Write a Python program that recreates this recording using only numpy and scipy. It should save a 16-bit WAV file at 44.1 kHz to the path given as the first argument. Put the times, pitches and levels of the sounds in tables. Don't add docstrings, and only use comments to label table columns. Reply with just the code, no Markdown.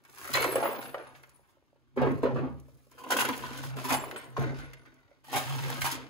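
import sys
import numpy as np
from scipy import signal
from scipy.fft import rfft, irfft, next_fast_len
from scipy.io import wavfile
from scipy.ndimage import uniform_filter1d

SR = 44100
rng = np.random.default_rng(int(sys.argv[2]) if len(sys.argv) > 2 else 0)


def persist_wave(psi):
    counts = np.round(np.clip(psi, -1, 1) * 32767).astype(np.int16)
    wavfile.write(sys.argv[1], SR, np.atleast_2d(counts).T)


def linear_from_db(decibels):
    return 10 ** (np.asarray(decibels, float) / 20)


N = 268569
T = np.arange(N) / SR


def band(x, lo_hz, hi_hz, order=2):
    return signal.sosfilt(signal.butter(order, [lo_hz, min(hi_hz, .45 * SR)], "band", fs=SR, output="sos"), x)


def unit(x):
    return x / np.sqrt(np.mean(x ** 2))


def ring(x, hz, width_hz):
    return signal.lfilter(*signal.iirpeak(hz, hz / width_hz, SR), x)


def add(out, s, x):
    i = int(s * SR)
    out[:, i:i + x.shape[1]] += x[:, :N - i]


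def slips(rate_hz, scatter_db, slip_s, bed):
    caught = rng.random(N) < rate_hz / SR
    kicks = caught * linear_from_db(scatter_db * np.minimum(rng.exponential(size=N), 2))
    force = signal.lfilter([1], [1, -np.exp(-1 / (slip_s * SR))], kicks)
    return (bed + unit(force)) * rng.standard_normal((2, N))


def burst(t, t60_s, sharp_s, swell):
    t60_s = np.clip(t60_s, .015, .5)
    return linear_from_db(-60 * t / t60_s) * (1 - np.exp(-t / (sharp_s + swell * t60_s ** 2)))


def tones(notes):
    out, quarter = np.zeros((2, N)), np.array([[0], [np.pi / 2]])
    for s, db, hz, t60_s, rise_s in notes:
        t = T[:int(max(t60_s, .01) * SR)]
        envelope = linear_from_db(db - 60 * t / t60_s) * (1 - np.exp(-t / rise_s))
        add(out, s, envelope * np.sin(2 * np.pi * hz * t + quarter))
    return out


def drag():
    # t/s, weight on the contact/dB, slide speed as grit over grind/dB
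    prise = [(0.0, -77, -5), (0.184, -63, 13), (0.38, -43.5, 2), (0.522, -40.5, -15), (0.952, -52, -18),
             (1.044, -58, -16), (1.3, -74.5, 3), (1.66, -85, -2), (1.955, -89.5, 0.5)]
    lay = [(1.965, -45.5, -19), (2.167, -55, -10.5), (2.337, -44, -31.5), (2.643, -72.5, -2.5),
           (2.9, -85, 15)]
    pull = [(2.91, -77, 9), (3.034, -60.5, -4.5), (3.16, -48.5, 5), (3.246, -48.5, 5), (3.755, -57.5, -10)]
    tip = [(3.765, -47, -2), (3.999, -46.5, -14), (4.205, -53, -11.5), (4.36, -63, -8)]
    settle = [(4.368, -46, -12.5), (4.548, -47, -27), (4.728, -64.5, -14), (5.056, -72, -11),
              (5.235, -77.5, -10)]
    turn = [(5.243, -75, 14.5), (5.333, -53, -1), (5.487, -51.5, 3), (5.749, -48.5, 0.5),
            (6.09, -55.5, -22.5)]
    moves = [(prise, 2.3), (lay, -4), (pull, 3.6), (tip, -1.6), (settle, 1.9), (turn, 5.2)]
    s, weight_db, speed_db, bare_db = np.array([(*row, db) for move, db in moves for row in move]).T
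    grind_db, speed_db, bare_db = (np.interp(T, s, c) for c in (weight_db, speed_db, bare_db))
    scrape_db = grind_db + bare_db + 0.36 * speed_db
    grit_db = grind_db + speed_db
    grind = band(slips(96, 1.6, 0.0066, 0.42), 210, 590)
    scrape = band(slips(190, 1.5, 0.0046, 0.45), 640, 2400, order=1)
    scrape = band(scrape, 230, 3500, order=1)
    grit = band(slips(280, 2.0, 0.001, 1.0), 3500, 19000, order=1)
    return linear_from_db(grind_db - 0.5) * unit(grind) + linear_from_db(scrape_db) * unit(scrape) + linear_from_db(grit_db - 1.5) * unit(grit)


def rasp():
    # t/s, level/dB
    grating = [(3.2, -110), (3.33, -60.5), (3.55, -55.5), (3.7, -58.5), (3.75, -89), (3.8, -52.5),
               (3.9, -73), (4.2, -110), (4.53, -77), (4.59, -58.5), (4.67, -74.5), (4.95, -110),
               (5.25, -88), (5.42, -55), (5.65, -53.5), (5.8, -54.5), (5.95, -47), (6.03, -71.5)]
    shear = band(slips(600, 2.0, 0.002, 0.8), 900, 4600, order=1)
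    return linear_from_db(np.interp(T, *np.transpose(grating))) * unit(shear)


def knocks():
    # t/s, peak/dB, t60/s, crunch/dB
    board = [(1.988, -31, 0.33, 6.5), (2.109, -32, 0.049, 3), (2.358, -34.5, 0.33, 7.5),
             (2.433, -40, 0.3, 3), (3.305, -34, .1, -5), (3.509, -41, .1, 9), (3.769, -29.5, 0.13, -5.2),
             (3.92, -25, .08, -1), (4.39, -27.5, .4, -1)]
    foot = [(.522, -25, 0.071, -12), (1.973, -33, 0.13, 10.5), (2.05, -29, 0.38, 1), (2.07, -25, 0.1, -0.2),
            (2.384, -33, 0.093, 3), (2.472, -40.5, 0.071, 4.5), (4.379, -27, 0.025, 3.5),
            (4.434, -24.5, .044, -0.5)]
    block = [(.352, -19.5, 0.2, -19.5), (.49, -29.5, 0.07, 4.5), (.544, -25.5, 0.53, -3.5),
             (.557, -21, .07, 5), (.626, -23, 0.18, 2), (.655, -22.5, 0.083, 5), (.69, -35, 0.54, 5),
             (.944, -30.5, 0.059, 5.5), (.975, -38, 0.34, 0), (2.017, -21, .18, -1.5),
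             (2.232, -28, 0.12, 8), (2.252, -28.5, 0.2, 3.5), (2.357, -33, 0.085, -0.5),
             (3.13, -31, .1, -10), (3.921, -28, 0.068, 10.5)]
    lip = [(2.417, -36.5, 0.26, -24), (3.939, -26, 0.078, 8.5), (5.243, -57.5, .14, 9.5),
           (5.33, -28, 0.35, 8.5), (5.36, -31.5, 0.099, 15.5), (5.473, -43, 0.4, 3),
           (5.701, -35, 0.019, 10)]
    face = [(.372, -29, 0.052, 11.5), (.445, -24, 0.047, 9), (2.918, -56, 0.023, 5),
            (2.979, -43.5, 0.16, -4.5), (3.041, -33, 0.034, -20), (3.069, -37, 0.028, -3),
            (3.104, -27, 0.1, 4), (3.165, -24.5, .05, 2), (3.222, -20.5, 0.033, -2),
            (3.29, -29, 0.043, 8.5), (3.638, -38, 0.028, 8.5), (3.885, -36.5, 0.36, 12),
            (3.905, -23.5, .08, 4), (4.038, -32, 0.026, -2), (3.842, -37, 0.19, 10),
            (4.366, -23.5, 0.084, -25), (5.844, -27, 0.2, 7), (5.867, -26.5, 0.061, 0.5),
            (5.913, -38, 0.29, 6)]
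    edge = [(.424, -31.5, .1, 14), (1.235, -43, 0.049, 1), (3.117, -24, 0.09, 3.5),
            (3.187, -28.5, 0.033, 15), (3.202, -21.5, 0.14, 0.5), (3.248, -32.5, 0.079, 11.5),
            (3.439, -41, .03, 2), (3.467, -46, 0.71, 0), (4.112, -34.5, 0.028, 3), (4.16, -34.5, 0.05, 3),
            (4.57, -44, 0.49, 1), (4.855, -53.5, 0.18, 4.5), (4.173, -41, 0.36, -1)]
    chip = [(.049, -55, 0.087, 5.5), (.34, -28, 0.24, 12), (1.149, -50.5, 0.12, 5),
            (4.732, -51, 0.059, 7.5), (5.817, -22, 0.043, 0.5)]
    # t/s, peak/dB
    taps = [(1.394, -51.5), (1.57, -54.5), (1.625, -56), (1.729, -55.5), (1.759, -56), (2.684, -50),
            (2.868, -56.5), (5.086, -56), (5.113, -49)]
    tap_t60_s, tap_crunch_db = 0.027, -11.5
    tap_rows = [(s, db, tap_t60_s, tap_crunch_db) for s, db in taps]
    # part, ring f/Hz
    parts = [(board, 248), (foot, 410), (block, 552.5), (lip, 815),
             (face, 1010), (edge, 1460), (chip, 1800), (tap_rows, 580)]
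    out, t = np.zeros((2, N)), T[:6000]
    for part_hz, s, db, t60_s, crunch_db in [(hz, *row) for rows, hz in parts for row in rows]:
        hz = part_hz * (1 + 0.033 * rng.standard_normal())
        crumble = rng.standard_normal((2, len(t))) * burst(t, t60_s, sharp_s=0.00055, swell=0.072)
        crumble += 0.62 * np.sin(np.pi * np.minimum(2 * hz * t, 1))
        tone = ring(ring(crumble, hz, 0.17 * hz), hz, 3.0 * hz)
        crunch = band(crumble, 0.43 * hz, 700 + 2.0 * hz, order=1)
        crunch = band(crunch, 230, 1500 + 1.29 * hz)
        add(out, s, linear_from_db(db - 5.0) * (tone / abs(tone).max() + linear_from_db(crunch_db) * crunch / abs(crunch).max()))
    return out


def cracks():
    # t/s, peak/dB
    snaps = [(.331, -28), (.507, -40), (.593, -51), (.038, -54), (.05, -49), (.097, -48), (.337, -17),
             (.442, -21), (.556, -32), (.943, -46), (1.232, -49), (1.294, -51), (1.971, -60), (2.017, -44),
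             (2.117, -44), (2.178, -61), (2.599, -51), (2.915, -48), (3.038, -39.5), (3.252, -22.5),
             (3.288, -24.5), (3.377, -33), (4.112, -35.5), (4.162, -39), (4.242, -47), (4.734, -45),
             (4.86, -60), (4.942, -57), (5.251, -53.5), (5.283, -45), (5.702, -30), (5.74, -50),
             (5.818, -22.5)]
    sprays = [(.353, -21), (.42, -23.5), (.527, -46.5), (2.229, -46), (3.088, -46), (3.105, -21),
              (3.119, -22), (3.167, -22.5), (3.193, -21.5), (3.206, -19.5), (3.573, -36), (3.905, -27),
              (3.924, -21), (3.94, -27), (4.393, -46), (4.42, -45), (5.863, -25), (5.914, -25.5)]
    pours = [(.371, -34), (.624, -42.5), (.816, -44), (1.153, -56.5), (1.488, -63), (2.351, -60),
             (2.68, -63), (2.981, -48), (3.629, -39), (3.842, -31), (3.886, -27.5), (4.586, -63),
             (5.318, -34.5), (5.329, -30), (5.359, -23), (5.809, -29), (5.842, -24.5)]
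    kinds = [(snaps, 0.028), (sprays, 0.1), (pours, 0.2)]
    out, t = np.zeros((2, N)), T[:5000]
    for t60_s, s, db in [(t60_s, *row) for rows, t60_s in kinds for row in rows]:
        tick = 0.53 * np.exp(-t / 0.0015)
        dust = rng.standard_normal((2, len(t))) * (burst(t, t60_s, sharp_s=0.00037, swell=0.15) + tick)
        dust = band(dust, 2700, 17000, order=1)
        add(out, s, linear_from_db(db + 1.0) * dust / abs(dust).max())
    return out


def bodies(x):
    # [(f/Hz, width/Hz, lift/dB)]
    moved = [
        (0, [(509, 160, -1), (984, 460, 4), (1500, 400, 3)]),
        (1.941, [(245, 60, 14), (411, 96, 6), (525, 110, 5.5), (1050, 500, 4)]),
        (2.899, [(240.5, 61, 10.5), (497, 21, 7.5), (1030, 61, 8), (1500, 80, 7), (2840, 43, 5), (3140, 190, 6.5)]),
        (3.7, [(278, 46, -0.5), (480, 92, -2), (960, 300, 6), (3000, 900, 3), (1460, 110, 4.5)]),
        (4.34, [(261, 55, 5), (780, 90, -1), (1500, 120, 6), (2050, 150, 8), (3700, 120, 6), (4500, 150, 6), (6000, 400, 7)]),
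        (5.221, [(251, 29, 8), (696, 28, -30.5), (825, 70, 2), (1000, 36, 0.5), (1620, 64, 3), (2090, 110, 2.5), (3230, 490, 3.5)]),
    ]
    out = x.copy()
    ends = [s for s, _ in moved[1:]] + [N / SR]
    for (s, modes), end in zip(moved, ends):
        part = np.pad(x[:, int(s * SR):int(end * SR)], ((0, 0), (0, SR // 10)))
        add(out, s, sum((linear_from_db(db) - 1) * ring(part, hz, width_hz) for hz, width_hz, db in modes))
    return out * linear_from_db(-5.5)


def thicket(x, t60_s=0.065, dense_db=-7, size=6000):
    out, t = x.copy(), T[:5000]
    for i in range(0, N - size, size // 2):
        modes = band(rng.standard_normal((1, len(t))), 320, 6600, order=1) * linear_from_db(-60 * t / t60_s)
        modes *= linear_from_db(dense_db) / np.sqrt(np.sum(modes ** 2))
        add(out, i / SR, signal.fftconvolve(x[:, i:i + size] * np.hanning(size), modes, axes=1))
    return out


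def rings():
    # t/s, peak/dB, f/Hz
    contacts = [(0.378, -33, 1740), (0.382, -29.5, 536), (0.41, -28.5, 470), (0.447, -25, 523),
                (0.487, -32, 367), (0.557, -20, 528), (0.656, -29, 1280), (0.676, -34, 1130),
                (0.689, -30, 425), (0.943, -33.5, 1196), (0.958, -39, 565), (0.977, -39, 585),
                (2.039, -24.5, 430), (2.232, -24.5, 295), (2.254, -23, 497), (2.308, -36, 830),
                (2.389, -28.5, 342), (2.414, -33, 382), (2.43, -32, 283), (2.466, -32, 256),
                (2.495, -36, 220), (3.106, -27, 1490), (3.118, -28.5, 526), (3.123, -25, 1990),
                (3.142, -28, 510), (3.165, -30.5, 586), (3.184, -28, 1505), (3.2, -30, 1010),
                (3.204, -32, 1510), (3.222, -26, 990), (3.245, -29, 1420), (3.287, -31, 990),
                (3.295, -28, 278), (3.309, -28.5, 976), (3.436, -37, 1000), (3.635, -37, 1090),
                (3.848, -36.5, 258), (3.858, -39, 390), (3.889, -32, 1270), (3.905, -32.5, 262),
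                (3.91, -27.5, 765), (3.923, -25, 965), (3.931, -26, 890), (4.035, -39, 614),
                (4.382, -32.5, 463), (4.415, -34.5, 690), (5.337, -30, 802), (5.386, -33.5, 830),
                (5.478, -41, 860), (5.507, -40, 1130), (5.815, -34.5, 3100), (5.818, -37, 2400),
                (5.82, -39, 1060), (5.846, -33, 2100), (5.854, -29.5, 1130), (5.867, -31.5, 955),
                (5.869, -31, 1670), (5.924, -39, 272), (5.927, -39, 1180), (5.95, -39, 278),
                (.47, -31, 430), (.525, -31, 503), (.556, -35.5, 2900), (.583, -29, 500), (.627, -36, 1400),
              (.668, -33, 481), (.66, -38, 1904), (1.975, -30, 231), (2.02, -27, 229), (2.07, -30.5, 1100),
              (2.11, -30, 330), (2.36, -36, 1156), (2.365, -42, 1690), (3.017, -44.5, 984),
              (3.039, -37, 1037), (3.065, -38.5, 1030), (3.165, -27.5, 1030), (3.166, -31, 1500),
              (3.11, -28, 1030), (3.77, -39.5, 400), (4.4, -32.5, 230), (4.42, -34, 400), (4.46, -35, 300),
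              (4.5, -38, 251), (4.86, -58, 1900), (4.98, -62, 2000), (3.438, -35, 1000), (4.165, -42, 1900),
              (.943, -36, 1900), (5.284, -44, 830), (5.7, -37, 1700), (5.846, -31.5, 1100)]
    floor_t60_s, cycles = .026, 14
    return tones([(s, db - 1.0, hz, floor_t60_s + cycles / hz, 0.0012) for s, db, hz in contacts])


def shims():
    steel_hz = [2230, 4120, 6900, 7500, 8102, 8473, 9150, 10121, 10325, 10826, 11380, 11617, 12053, 12188,
                12409, 12645, 15195]
    # t/s, level/dB
    strikes = [
        [(.352, -38), (.37, -37)],
        [(0.335, -38.5), (.42, -46.5)],
        [(.338, -48)],
        [(3.947, -50)],
        [(.44, -48.5), (.52, -45.5), (.71, -55), (.83, -56)],
        [(4.165, -48)],
        [(.52, -48), (.86, -57), (4.59, -74)],
        [(.617, -44), (.8, -55), (.84, -59.5), (.985, -65.5), (4.47, -75.5), (4.6, -69)],
        [(1.068, -70), (1.334, -66), (3.94, -41.5), (4.78, -76)],
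        [(.405, -49), (.5, -47.5), (.55, -50), (.66, -51.5)],
        [(.55, -58)],
        [(.47, -49), (.812, -62)],
        [(3.95, -49)],
        [(.40, -46), (.66, -48.5), (.87, -57)],
        [(0.441, -41)],
        [(4.165, -61)],
        [(.522, -43.5), (.64, -47), (.72, -52.5), (.84, -61), (3.93, -58), (4.05, -65)],
    ]
    t60_s = 0.36
    out, t = np.zeros((2, N)), T[:20000]
    for hz, s, db in [(hz, *row) for hz, rows in zip(steel_hz, strikes) for row in rows]:
        rate, start, *phase = rng.random(4)
        beat = 1 + 0.45 * np.cos(2 * np.pi * ((8 + 14 * rate) * t + start))
        beat *= 1 - np.exp(-t / 0.0032)
        beat *= linear_from_db(4.3 * unit(uniform_filter1d(rng.standard_normal(len(t)), size=350)))
        tone = np.sin(2 * np.pi * (hz * t + np.c_[phase]))
        add(out, s, linear_from_db(db - 0.5 - 60 * t / t60_s) * beat * tone)
    return out


def bench():
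    # t/s, panel hum/dB, leg rumble over hum/dB, build-up from -60 dB/s
    shifts = [(.34, -47, -5, 0.1), (.57, -53.5, -13, 1), (.9, -63.5, -13, 2.5), (1.2, -69, -8.5, 4.5),
              (2.029, -35.5, -9.5, 0.15), (2.34, -38.5, -15, 0.68), (2.529, -53.5, -6.5, 0.5),
              (3.24, -54, -5.5, 0.5), (3.5, -53, -3.5, 1.24), (3.75, -43.5, -15, 1.36),
              (3.98, -49.5, -10.5, 1.9), (4.391, -35, -11, 0.02), (4.49, -45.5, -18, 0.73),
              (4.8, -64.5, -5.5, 0.1), (5.36, -47, -18, 0.22), (5.52, -40, -30, 0.39),
              (5.66, -41.5, -20, 0.72), (5.82, -44.5, -10.5, .5)]
    fade_db_per_s, rest_db = 73, -90
    push_db = [db - np.maximum(60 * (s - T) / rise_s, fade_db_per_s * (T - s)) for s, db, _, rise_s in shifts]
    leg_db = [push + row[2] for push, row in zip(push_db, shifts)]
    hum_gain = linear_from_db(rest_db) + linear_from_db(np.max(push_db, axis=0))
    rumble_gain = linear_from_db(rest_db + 7.0) + linear_from_db(np.max(leg_db, axis=0))
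    hum = ring(ring(rng.standard_normal((2, N)), 133, 9), 133, 18)
    hum /= (uniform_filter1d(unit(hum) ** 2, size=1500) + 0.021) ** 0.73
    rumble = band(slips(27, 1.5, 0.0061, 0.95), 50, 140)
    return hum_gain * linear_from_db(2.5) * unit(hum) + rumble_gain * linear_from_db(-1.5) * unit(rumble)


def sways():
    # t/s, peak/dB, f/Hz, t60/s
    loads = [
        (0.199, -57.5, 80.4, .5),
        (2.42, -48, 69.7, 0.7),
        (4.55, -52.5, 49, 0.66),
        (5.8, -51.5, 85, .5),
    ]
    return tones([(*row, .06) for row in loads])


def walls(x, t60_s=0.42, wet_db=-15):
    t = T[:24000]
    tail = band(rng.standard_normal((2, len(t))), 110, 3700, order=1)
    tail *= linear_from_db(-60 * t / t60_s) * (t > .008)
    return linear_from_db(wet_db) * signal.fftconvolve(x, tail / np.sqrt(np.sum(tail[0] ** 2)), axes=1)[:, :N]


def shed():
    # f/Hz, density/dB per Hz
    spectrum = [(18, -30), (30, -25.5), (65, -1), (364, 0), (524, -14.5), (1000, -17), (3680, -21),
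                (15000, -41)]
    hz, db = np.transpose(spectrum)
    size = next_fast_len(N)
    colour = linear_from_db(np.interp(np.log(np.fft.rfftfreq(size, 1 / SR) + 1), np.log(hz), db))
    air = irfft(rfft(rng.standard_normal((2, size))) * colour, size)[:, :N]
    return linear_from_db(-80) * unit(air)


def ports(x):
    # f/Hz, phase lead of the right/rad, likeness/0-1
    pair = [(0, -.4, .5), (65, -1.1, .85), (125, -2.2, .99), (190, -2.8, .9), (240, -5.2, .7),
            (300, -6.0, .8), (380, -6.2, .85), (470, -6.7, .8), (720, -7.0, .6), (1100, -6.8, .62),
            (1400, -7.9, .5), (1800, -9.1, .3), (2300, -11.3, .25), (2900, -12.4, .2), (3600, -12.8, .1),
            (4500, -13.3, .3), (5500, -10.1, .3), (6500, -6.0, .65), (7400, -4.5, .45), (8000, -3.8, .8),
            (8500, -3.15, .95), (9000, -2.8, .8), (9800, -1.5, .68), (11000, 0, .9), (12200, 1.6, .85),
            (13000, 2.8, .8), (13500, 3.15, .96), (14000, 3.7, .76), (15000, 5.2, .75), (16000, 6.6, .75)]
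    size = next_fast_len(N + 4096)
    hz, lead, alike = np.transpose(pair)
    lead, alike = (np.interp(np.fft.rfftfreq(size, 1 / SR), hz, c) for c in (lead, alike))
    shared, own = rfft(x, size)
    right = (alike * shared + np.sqrt(1 - alike ** 2) * own) * np.exp(1j * lead)
    return np.array([x[0] * linear_from_db(5.8), irfft(right, size)[:N] * linear_from_db(6.0)])


def scene():
    stone = thicket(bodies(drag() + knocks() + cracks())) + rings() + sways() + rasp()
    return ports(stone + walls(stone) + shims() + bench() + shed())


def band_limit(x):
    return signal.sosfilt(signal.butter(12, 16960, fs=SR, output="sos"), x)


def record(dry):
    soft = .33 * np.tanh(dry / .33)
    cut = signal.sosfilt(signal.ellip(8, .2, 35, 15680, fs=SR, output="sos"), soft)
    return band_limit(cut)


dry = scene()
out = record(dry)
persist_wave(out)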